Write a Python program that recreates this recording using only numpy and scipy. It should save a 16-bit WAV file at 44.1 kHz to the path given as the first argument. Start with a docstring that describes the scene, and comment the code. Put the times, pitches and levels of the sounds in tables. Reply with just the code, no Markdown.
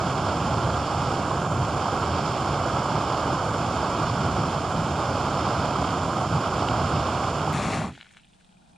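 """A small gas stove roars under a steel mug of boiling water on a forest floor, heard close by in stereo.
From above the mug, noise bands make the turbulent flame rumble and rush and the gas jet hiss.
From the front it is brighter; the valve is screwed shut and rings with a few ticks, each a sum of decaying modes.
Short pings make the bubbles; the last of them, a distant drone and the cooling burner's ticking remain."""
import sys
import numpy as np
from scipy import signal
from scipy.fft import rfft, irfft, next_fast_len
from scipy.io import wavfile

SR = 44100
rng = np.random.default_rng(int(sys.argv[2]) if len(sys.argv) > 2 else 0)


def int16_out(signal):
    """Quantize to a 16-bit WAV file."""
    q = np.round(np.clip(np.atleast_2d(signal).T, -1, 1) * 32767)
    wavfile.write(sys.argv[1], SR, q.astype(np.int16))


N = 386749
T = np.arange(N) / SR  # s
SIZE = next_fast_len(N, True)
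HZ = np.fft.rfftfreq(SIZE, 1 / SR)

# Band limit of the recorder, and the time when the microphones change place from above to the front
EDGE_HZ, MOVE_S = 14900, 7.53

# Forest wash around the stove: f/Hz, density/dB
FOREST_SPECTRUM = [(20, -9), (60, 10), (110, -3), (300, -4), (560, -11), (900, -11), (1200, -11),
                   (1550, -9), (2000, -16), (2600, -10.5), (3600, -8.5), (4400, -12), (6300, -17),
                   (8000, -15), (9000, -14.5), (10200, -24), (11200, -39), (15000, -52)]
# Distant droning bands: f/Hz, width/Hz, level/dB
DRONE_BANDS = [(182, 99, -6), (650, 90, -26), (820, 240, -20)]
# Level of the whole drone: t/s, level/dB
DRONE_LEVEL = [(8.1, -63), (8.3, -65), (8.55, -61.5), (8.75, -58.5)]
# Slight breeze at the microphones: f/Hz, density/dB
BREEZE_SPECTRUM = [(10, 4), (35, 4), (70, -1), (200, -40)]

# Microphone pairs, for the forest, above the mug and in front of the stove:
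# f/Hz, left over right/dB, likeness (-1 to 1), lead of the left/rad
AROUND_PORTS = [(200, -0.5, 0.73, 0), (700, 0, -.5, 0), (2000, 2, 0, 0), (3400, 1, .85, 0),
                (7000, -1, .25, 0)]
ABOVE_PORTS = [(100, -1.1, .993, 0), (430, -1.4, .997, 0), (800, -3.8, .997, 0), (1200, -4, .995, 0),
               (1600, -5.6, .98, 0), (1900, -5.5, .55, .5), (2400, -2, .91, .3), (4000, -5.8, .98, 0),
               (5100, -6.7, .94, -.1), (5550, -12, .55, .4), (6150, 0, .25, 1.5), (6700, -11, .35, 1.5),
               (7050, -3.6, .78, .4), (7500, -4.2, .66, 1.9), (8200, -3, .3, -2.3), (9000, 0, .15, -1),
               (12500, -5.4, .22, -1.3)]
FRONT_PORTS = [(300, -1, .99, 0), (1500, 3.5, 0.97, 0), (4200, -1, 1, 0), (5100, 2.5, .72, .4),
               (7200, 1, 0.7, .2), (8200, 1, .3, 0), (11000, 0, 0.74, 0)]

# Thin, bright click at the change of place: t/s, level before a further lift/dB
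MOVE_CLICK = [(7.5298, -38)]

# The hot burner ticks as it cools: t/s, high snap peak/dB, lower ring peak/dB
COOLING_TICKS = [(8.218, -55, -57), (8.2538, -55, -59), (8.2862, -56, -63), (8.3228, -58, -63),
                 (8.3645, -59, -63), (8.405, -58, -60), (8.4508, -58, -60), (8.4887, -59, -61),
                 (8.5316, -66, -59), (8.569, -60, -55), (8.6234, -65, -58), (8.6603, -63, -55),
                 (8.7321, -60, -58), (8.7605, -60, -52)]
# What the burner rings with: f/Hz, level/dB, t60/s
BURNER_MODES = [(1420, -5, .025), (2455, 0, .036), (3750, -11, .02), (8650, -3, .02), (8950, 2, .02),
                (9200, -4, .016)]

# Fingertips brush over the handle: t at the height/s, length/s, level/dB, centre f/Hz
BRUSHES = [(7.99, .12, -61, 3400), (8.128, 0.054, -68, 7400), (8.175, .03, -68, 7400),
           (8.403, .04, -72, 1700), (8.72, .015, -70, 6900)]
# Tiny slips of the thread while it is tightened: how often, smallest size, range of pitch
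SLIPS_PER_S, SLIP_DB, SLIP_HZ = 130, -58, (1400, 3220)
# From SEATED_S the fingers stop tightening and shift lightly on the handle
SEATED_S, FINGERS_PER_S, FINGERS_DB = 8.2, 14, -64

# Ticks of the valve and its wire handle: t/s, peak before panning and dulling/dB, centre f/Hz
VALVE_TICKS = [(7.951, -37, 1900), (7.9552, -39, 3600), (7.9765, -35.5, 700), (7.9935, -42, 2300),
               (8.0028, -37, 1700), (8.0105, -25.5, 2900), (8.02, -43, 1900), (8.0262, -39, 1000),
               (8.028, -36, 2900), (8.0455, -39, 2700), (8.0565, -43, 1600), (8.064, -45, 1500),
               (8.0675, -39, 2000), (8.11, -46, 1450), (8.137, -44, 2340), (8.147, -44, 1600),
               (8.1645, -49, 1000), (8.169, -33.5, 1950), (8.1765, -37, 2700), (8.185, -46, 2400),
               (8.196, -45, 3400), (8.202, -47, 3400), (8.41, -52, 1500)]
# What the valve rings with: f/Hz, level before the drive of a tick/dB, t60/s
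VALVE_MODES = [(840, -12, .011), (1510, -5, .016), (1780, -4, .011), (2260, 2, .008), (2880, 3, 0.0077),
               (3340, -2, .009), (3900, 0, .009)]
TICK_LOW_SHARE = 0.49  # a tick has little below this share of its centre pitch
GROUND_ECHO_S, GROUND_ECHO_DB = 0.00128, -14  # the ground below throws each tick back

# The boil in the mug: t/s, bubbles a second, smallest size before dulling/dB
BOIL = [(0, 60, -42), (4.4, 60, -43.5), (4.6, 160, -47), (7.5, 140, -39.5), (7.9, 350, -54),
        (8.1, 400, -65), (8.25, 400, -61), (8.5, 150, -77), (8.75, 50, -72)]
# Single bubbles bursting in the mug: t/s, peak before panning and dulling/dB, f/Hz
POPS = [(0.424, -27, 3020), (0.743, -25, 3110), (2.784, -25, 3130), (5.4291, -29, 3160), (5.878, -29, 2750),
        (6.686, -16, 2950), (7.734, -18.5, 2060), (8.2342, -47, 2770), (8.2452, -44, 3270),
        (8.3345, -46.5, 3420), (8.4457, -46.5, 3520), (8.4916, -50, 3160), (8.525, -50, 3120)]

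# Bare flame from the front: f/Hz, density/dB
FRONT_FLAME_SPECTRUM = [(15, -63), (25, -31), (48, -16), (164, -3.5), (470, -19), (505, -20), (594, -15),
                        (770, -12), (920, -18), (1200, -13), (1480, -23.5), (1800, -29.5), (2340, -46),
                        (3960, -120)]
# Bare jet from the front: f/Hz, density/dB
FRONT_JET_SPECTRUM = [(1000, -22), (1700, -4), (2350, -1.5), (2690, -4), (3030, -12), (3310, -6),
                      (3700, -10), (4260, -8.5), (5010, -15), (5850, -12), (6230, -18), (6600, -13),
                      (7260, -11.5), (7940, -19), (9100, -17.5), (10400, -26), (11100, -37), (14700, -42)]
FRONT_JET_DB, FRONT_RUSH_DB, FRONT_RUMBLE_DB = -36.5, -29.5, -29  # with the valve open
# The bare jet flares: t at the height/s, length/s, rise/dB
FLARES = [(7.56, .06, 1), (7.64, .05, 1.2), (7.735, .07, 1.5)]
SHUT_S, TURN_S = 7.927, 0.17  # when the valve is shut, and how long the turn takes
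RUSH_OUT_S = 7.908  # the feed of the small tongues ends just before the valve is shut
TONGUE_LAG_S, BURN_OUT_S = 0.0087, 0.033  # time constants: tongues and burning lag behind the valve
# Powers by which the jet follows the opening, the rush the tongues, the rumble the burning
JET_POWER, RUSH_POWER, RUMBLE_POWER = 1, 0.7, 0.88
LEAK_DB, LEAK_FALL_DB_PER_S = -18.5, 56  # the last gas seeps out: against the open jet, and its fading
GUTTER_DB = 1  # extra flutter of the starved flame, reached in full as the valve is nearly shut

# Flame from above: f/Hz, density/dB
FLAME_SPECTRUM = [(15, -37), (30, -37), (55, -11.5), (80, 0), (150, -1.5), (215, -6), (320, -7.5),
                  (440, -11), (720, -6), (830, -7), (930, -8.5), (1080, -7), (1300, -8.5), (1430, -12),
                  (1510, -17), (1620, -19), (1830, -35.5), (3000, -71)]
# Gas jet from above: f/Hz, density/dB
JET_SPECTRUM = [(1400, -40), (1850, -7), (2300, 0), (2650, -2), (3150, 1.5), (3500, -2), (3950, -9),
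                (4400, -3), (5450, -3), (5850, -11.5), (6300, -12.5), (6850, -7), (7500, -7.5), (8000, -41),
                (15000, -46)]
# The finest eddies of the jet: f/Hz, density/dB
FIZZ_SPECTRUM = [(7200, -30), (7900, -1), (8700, -3), (9400, -4), (10400, -13), (10950, -32),
                 (11400, -18.9), (13350, -18), (13700, -35), (14700, -39), (16000, -46)]
FIZZ_DB = -17.5  # against the jet
JET_DB, RUSH_DB, RUMBLE_DB = -40.5, -27, -32  # from above, at the average flow
# The gas flow wavers and twice sags: t/s, level against the average/dB
FLOW = [(0.0, 0.5), (0.6, 0.4), (1.15, 0), (1.4, 0.4), (1.55, -2), (1.8, .5), (2.35, 0), (2.55, 0.3),
        (3.3, 1.2), (3.65, -0.4), (3.97, 1.5), (4.2, 0.5), (4.45, 0.5), (4.68, -1.5), (5.1, 0), (5.58, 0.9),
        (6.25, 0), (6.85, 0.6), (7.5, -0.5)]
RUSH_FOLLOWS = 0.82  # dB for each dB of flow
# The rush surges or slackens for a moment: t at the height/s, length/s, rise/dB
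SURGES = [(.3, 0.12, 0.8), (.85, .12, -1), (2.75, 0.28, 1), (3.48, .12, -0.5), (3.8, .12, 0.5),
          (4.1, 0.16, -2), (5.2, .1, 0.3), (6.29, .12, -1.5), (6.75, .12, 1.8)]
# The body of the hiss swells and dulls: t/s, swell against the average before scaling/dB
HISS_SWELL = [(0, 0.5), (0.55, 0), (1.1, 0.7), (1.28, -1), (1.51, -3.7), (1.68, -0.5), (2.25, 1.5),
              (2.42, 0.3), (3.2, 0.6), (3.48, -1.4), (3.65, -0.2), (3.97, .8), (4.4, 0), (4.7, -1.5),
              (5, 0), (5.55, 1.4), (6.22, -1.5), (6.6, 0.6), (7.05, 0.8), (7.4, -1.2)]
HISS_TOP_HZ = 5900  # above this the hiss stays nearly steady
# Below and above the split: dB for each dB of swell
HISS_SPLIT_HZ, LOW_HISS_FOLLOWS, HIGH_HISS_FOLLOWS = 3700, .8, 1.25
# The flame billows under the mug, or lulls: t at the height/s, length/s, rise before scaling/dB
BILLOWS = [(0.2, .2, 2.5), (0.47, 0.34, 3), (0.68, 0.24, 5), (.89, .1, -6), (1.03, 0.22, 3),
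           (1.57, 0.22, 6.5), (1.8, .2, -1), (2.19, 0.2, 2), (2.5, 0.18, 3.5), (2.967, 0.13, 4),
           (3.194, 0.12, -5), (3.296, 0.14, 3.5), (4.15, 0.28, 3.5), (4.385, 0.34, 5.5), (4.79, .14, 4),
           (5.25, .14, 2.5), (5.618, 0.13, 3), (6.14, .16, -1.5), (6.345, .2, 8), (6.44, .08, -6),
           (6.8, 0.32, 4.5), (6.985, 0.14, 6), (7.14, .1, -2)]
SWAY_DB = 0.5  # random sway of the flame, added to the billows before scaling
RUMBLE_FOLLOWS = 0.73  # dB for each dB of billow and sway
# The flame booms under the mug: pitch, width, level, dB for each dB of billow
HOLLOW_HZ, HOLLOW_WIDTH_HZ, HOLLOW_DB, HOLLOW_FOLLOWS = 133.7, 80, -37.5, 1.35
# The flame spits under the mug: t/s, peak before panning and dulling/dB, f/Hz
SPITS = [(0.293, -21, 550), (0.946, -18, 740), (1.857, -15, 970), (2.507, -17, 1090), (2.768, -18, 805),
         (3.302, -17, 750), (5.476, -17, 820), (5.826, -16.5, 660), (6.031, -18, 776), (7.086, -13.5, 1090),
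         (7.475, -15, 830)]


def gain_of(db):
    """Decibels to amplitude."""
    return 10 ** (np.asarray(db) / 20)


def evened(x):
    """Scales a sound so that its middle has rms 1."""
    middle = np.atleast_2d(x).mean(0)
    return x / np.sqrt(np.mean(middle ** 2) + 1e-20)


def over_hz(rows):
    """Each column of a table, joined on a log-frequency axis."""
    f, *columns = np.transpose(rows)
    return [np.interp(np.log(HZ + 1), np.log(f + 1), c) for c in columns]


def over_time(rows):
    """Each column of a table, joined in time."""
    s, *columns = np.transpose(rows)
    return [np.interp(T, s, c) for c in columns]


def colour(rows):
    """A spectrum table as gain per frequency."""
    return gain_of(over_hz(rows)[0])


def add(mix, s, sound):
    """Lays a sound into the mix at a time."""
    part = mix[max(round(s * SR), 0):][:len(sound)]
    part += sound[:len(part)]


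def bumps(rows):
    """A smooth rise or dip in dB for each row."""
    return sum(db * np.cos(np.pi * np.clip((T - s) / length, -.5, .5)) ** 2 for s, length, db in rows)


def lagging(x, lag_s):
    """Follows a control with a time constant."""
    keep = np.exp(-1 / (lag_s * SR))
    return signal.lfilter([1 - keep], [1, -keep], x)


def dulled(x, edge_hz):
    """Takes off the treble above an edge."""
    return signal.sosfilt(signal.butter(5, edge_hz, fs=SR, output="sos"), x)


def below(x, edge_hz):
    """The part of a sound under an edge, with no delay."""
    return irfft(rfft(x, SIZE) / (1 + (HZ / edge_hz) ** 20), SIZE)[:, :N]


def eddies(low_hz, high_hz):
    """Random unsteadiness of rms 1 between two rates."""
    band = HZ / np.hypot(HZ, low_hz) / (1 + (HZ / high_hz) ** 2)
    return evened(irfft(rfft(rng.standard_normal(SIZE)) * band, SIZE)[:N])


def noise(gain, ports):
    """Coloured noise of rms 1 as two neighbouring microphone ports pick it up."""
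    pan_db, same, lead = over_hz(ports)
    same = np.clip(same, -.9, .998)
    tilt = gain_of(pan_db / 2)
    a, b = rfft(rng.standard_normal((2, SIZE)))
    left = a * tilt * np.exp(1j * lead)
    right = (same * a + np.sqrt(1 - same ** 2) * b) / tilt
    # how the two ports add up
    middle = np.sqrt(tilt ** 2 + tilt ** -2 + 2 * same * np.cos(lead))
    return evened(irfft(np.array([left, right]) * gain / middle, SIZE)[:, :N])


def ping(hz, cycles):
    """A few cycles that swell within the first one and die away quickly; peak 1."""
    turns = hz * np.arange(SR // 40) / SR
    wave = np.sin(2 * np.pi * turns) * np.exp(-turns / cycles) * (1 - np.exp(-(2 * turns) ** 2))
    return wave / abs(wave).max()


def scattered_pings(impulses, pitches, cycles):
    """Turns each impulse into a ping of a pitch drawn at random from a few."""
    kind = rng.integers(0, len(pitches), N)
    out = np.zeros(N)
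    for k, hz in enumerate(pitches):
        out += signal.oaconvolve(impulses * (kind == k), ping(hz, cycles))[:N]
    return out


def struck(modes, weights):
    """Metal rings after a tap, each mode driven by its weight; peak 1."""
    t = np.arange(SR // 12) / SR
    wave = np.zeros(len(t))
    for weight, (hz, db, t60) in zip(weights, modes):
        wave += weight * gain_of(db - 60 * t / t60) * np.sin(2 * np.pi * hz * t)
    return wave / abs(wave).max()


def forest():
    """A soft outdoor wash with distant droning bands, and a slight breeze, weaker from the front."""
    wash = noise(colour(FOREST_SPECTRUM), AROUND_PORTS) * gain_of(-65.5 + 1.2 * eddies(low_hz=3, high_hz=25))
    bands = sum(gain_of(db) / (1 + (2 * (HZ - hz) / width) ** 2) for hz, width, db in DRONE_BANDS)
    drone = noise(bands, AROUND_PORTS) * gain_of(over_time(DRONE_LEVEL)[0])
    unlike_ports = [(50, 0, 0, 0)]  # the breeze is independent on each port
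    breeze = noise(colour(BREEZE_SPECTRUM), unlike_ports) * gain_of(np.where(T < MOVE_S, -56, -73))
    return wash + drone + breeze


def click(pitch_hz=12500, extra_db=6):
    """A thin, bright click as the listening place changes."""
    out = np.zeros(N)
    for s, db in MOVE_CLICK:
        add(out, s, gain_of(db + extra_db) * ping(pitch_hz, cycles=1.5))
    return out


def ticking(split_hz=6000):
    """The burner shrinks in small jerks: a dry high snap with a lower ring, which outweighs it in later ticks."""
    out = np.zeros(N)
    high = np.transpose(BURNER_MODES)[0] > split_hz
    chances = rng.standard_normal((len(COOLING_TICKS), len(BURNER_MODES)))
    for (s, snap_db, ring_db), chance in zip(COOLING_TICKS, chances):
        weights = gain_of(2.5 * chance)
        snap = gain_of(snap_db) * struck(BURNER_MODES, weights * high)
        ring = gain_of(ring_db) * struck(BURNER_MODES, weights * ~high)
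        add(out, s, snap + ring)
    return dulled(out, edge_hz=10000) * gain_of([[.7], [-.7]])


def brushing(width_octaves=0.31, grain_db=4):
    """Fingertips slide over the handle in short, grainy strokes of band noise."""
    out = np.zeros((2, N))
    grain = gain_of(grain_db * eddies(low_hz=40, high_hz=300))
    for s, length, db, hz in BRUSHES:
        band = np.exp(-(np.log2((HZ + 1) / hz) / width_octaves) ** 2 / 2)
        stroke = np.cos(np.pi * np.clip((T - s) / length, -.5, .5))
        out += gain_of(db) * stroke * evened(noise(band, FRONT_PORTS) * grain)
    return out


def rubbing(spread_db=3):
    """The thread grates in tiny uneven slips as the valve seats; afterwards the fingers barely stir."""
    rate = np.where(T < SEATED_S, SLIPS_PER_S, FINGERS_PER_S) * (T > SHUT_S)
    size_db = np.where(T < SEATED_S, SLIP_DB, FINGERS_DB)
    size_db = size_db + spread_db * np.minimum(rng.exponential(1, N), 2)
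    slips = (rng.random(N) < rate / SR) * gain_of(size_db)
    out = scattered_pings(slips, np.geomspace(*SLIP_HZ, num=5), cycles=3.4)
    return out * gain_of([[1.5], [-1.5]])


def valve(spread_octaves=0.72):
    """Each tick rings the valve; a hard catch drives its high modes, a soft knock the low ones."""
    out = np.zeros(N)
    mode_hz = np.transpose(VALVE_MODES)[0]
    for s, db, hz in VALVE_TICKS:
        drive = np.exp(-(np.log2(mode_hz / hz) / spread_octaves) ** 2 / 2)
        thinning = signal.butter(2, TICK_LOW_SHARE * hz, "highpass", fs=SR, output="sos")
        tick = signal.sosfilt(thinning, struck(VALVE_MODES, drive))
        tick = tick / abs(tick).max()
        add(out, s + 0.00086, gain_of(db) * tick)
        add(out, s + .00085 + GROUND_ECHO_S, gain_of(db + GROUND_ECHO_DB) * tick)
    return below(out * gain_of([[1.4], [-1.4]]), edge_hz=4200)


def water():
    """Bubbles of many sizes burst as short pings in the mug, weaker and at last sparser once the flame is gone."""
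    rate, size_db = over_time(BOIL)
    size_db = size_db + 3.8 * np.minimum(rng.exponential(1, N), 3)
    bursts = (rng.random(N) < rate / SR) * gain_of(size_db)
    out = scattered_pings(bursts, np.geomspace(2500, 3900, num=12), cycles=2.1)
    for s, db, hz in POPS:
        add(out, s + 0.00076, gain_of(db) * ping(hz, cycles=2.1))
    return dulled(out, edge_hz=4000) * gain_of([[-.5], [.5]])


def spits():
    """Now and then a pocket of gas catches with a short, dull pop."""
    out = np.zeros(N)
    for s, db, hz in SPITS:
        add(out, s, gain_of(db) * ping(hz, cycles=1.8))
    return dulled(out, edge_hz=1400) * gain_of([[-2], [2]])


def billowing():
    """Billows in dB: a smooth bump for each, over a random sway."""
    return bumps(BILLOWS) + SWAY_DB * eddies(low_hz=1.5, high_hz=7.9)


def booming():
    """Each billow drives a low, hollow resonance under the mug."""
    band = 1 / (1 + (2 * (HZ - HOLLOW_HZ) / HOLLOW_WIDTH_HZ) ** 4)
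    return noise(band, ABOVE_PORTS) * gain_of(HOLLOW_DB + HOLLOW_FOLLOWS * bumps(BILLOWS))


def closing():
    """In dB: the opening of the evenly screwed valve, the tongues it feeds, and the burning that lags behind."""
    opening = np.clip((SHUT_S - T) / TURN_S, 1e-4, 1)
    tongues = np.clip((RUSH_OUT_S - T) / TURN_S, 1e-4, 1)
    return 20 * np.log10([opening, lagging(tongues, TONGUE_LAG_S), lagging(opening, BURN_OUT_S)])


def flame(spectrum, ports, rush_db, rumble_db, split_hz, flutter_db):
    """The flame as a whole rumbles; its small tongues rush above that in quick, uneven bursts."""
    low = 1 / (1 + (HZ / split_hz) ** 6)
    rumble = noise(colour(spectrum) * np.sqrt(low), ports)
    rush = noise(colour(spectrum) * np.sqrt(1 - low), ports)
    flutter = gain_of(flutter_db * eddies(low_hz=9.9, high_hz=198))
    return gain_of(rumble_db) * rumble + gain_of(rush_db) * evened(rush * flutter)


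def from_front():
    """The bare burner is brighter and sputters; jet and flame die as the valve closes, and a last leak fades."""
    open_db, tongues_db, burning_db = closing()
    rush_db = FRONT_RUSH_DB + RUSH_POWER * tongues_db
    rumble_db = FRONT_RUMBLE_DB + RUMBLE_POWER * burning_db
    fire = flame(FRONT_FLAME_SPECTRUM, FRONT_PORTS, rush_db, rumble_db, split_hz=330, flutter_db=2.0)
    starved = 1 - gain_of(open_db)
    fire = fire * gain_of(GUTTER_DB * starved * eddies(low_hz=25, high_hz=90))
    leak_db = LEAK_DB - LEAK_FALL_DB_PER_S * np.maximum(T - SHUT_S, 0)
    jet_db = FRONT_JET_DB + bumps(FLARES) + np.maximum(JET_POWER * open_db, leak_db)
    sputter = gain_of(1.0 * eddies(low_hz=12, high_hz=160))
    jet = evened(noise(colour(FRONT_JET_SPECTRUM), FRONT_PORTS) * sputter)
    return fire + jet * gain_of(jet_db)


def hiss_from_above(tremble):
    """The jet's turbulence hisses; its body swells and trembles while its top stays nearly steady."""
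    swell_db, = over_time(HISS_SWELL)
    fizz = gain_of(FIZZ_DB) * noise(colour(FIZZ_SPECTRUM), ABOVE_PORTS)
    jet = noise(colour(JET_SPECTRUM), ABOVE_PORTS) + fizz
    low = below(jet, HISS_SPLIT_HZ)
    body = below(jet, HISS_TOP_HZ)
    swelling = low * gain_of(LOW_HISS_FOLLOWS * swell_db)
    swelling = swelling + (body - low) * gain_of(HIGH_HISS_FOLLOWS * swell_db)
    top = (jet - body) * gain_of(.55 * eddies(low_hz=0.83, high_hz=25) + .3 * tremble)
    return (swelling * gain_of(0.75 * tremble) + top) * gain_of(JET_DB)


def from_above():
    """The mug screens the jet, so the flame leads; its rush and the hiss share a tremble."""
    flow_db, = over_time(FLOW)
    tremble = eddies(low_hz=2.5, high_hz=45)
    rush_db = RUSH_DB + RUSH_FOLLOWS * flow_db + bumps(SURGES) + 0.45 * tremble
    rumble_db = RUMBLE_DB + RUMBLE_FOLLOWS * billowing()
    fire = flame(FLAME_SPECTRUM, ABOVE_PORTS, rush_db, rumble_db, split_hz=239, flutter_db=1.2)
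    return fire + booming() + spits() + hiss_from_above(tremble)


def scene():
    """The stove from one place and then abruptly from the other, in the quiet of the forest."""
    background = forest() + click()
    handling = ticking() + brushing() + rubbing() + valve()
    stove = np.where(T < MOVE_S, from_above(), from_front())
    return background + handling + water() + stove


def record(dry):
    """The recorder's band limit, a steep low-pass with no delay."""
    taps = signal.firwin(511, EDGE_HZ, window=("kaiser", 9), fs=SR)
    return signal.oaconvolve(dry, taps[None], "same", axes=1)


dry = scene()
out = record(dry)
int16_out(out)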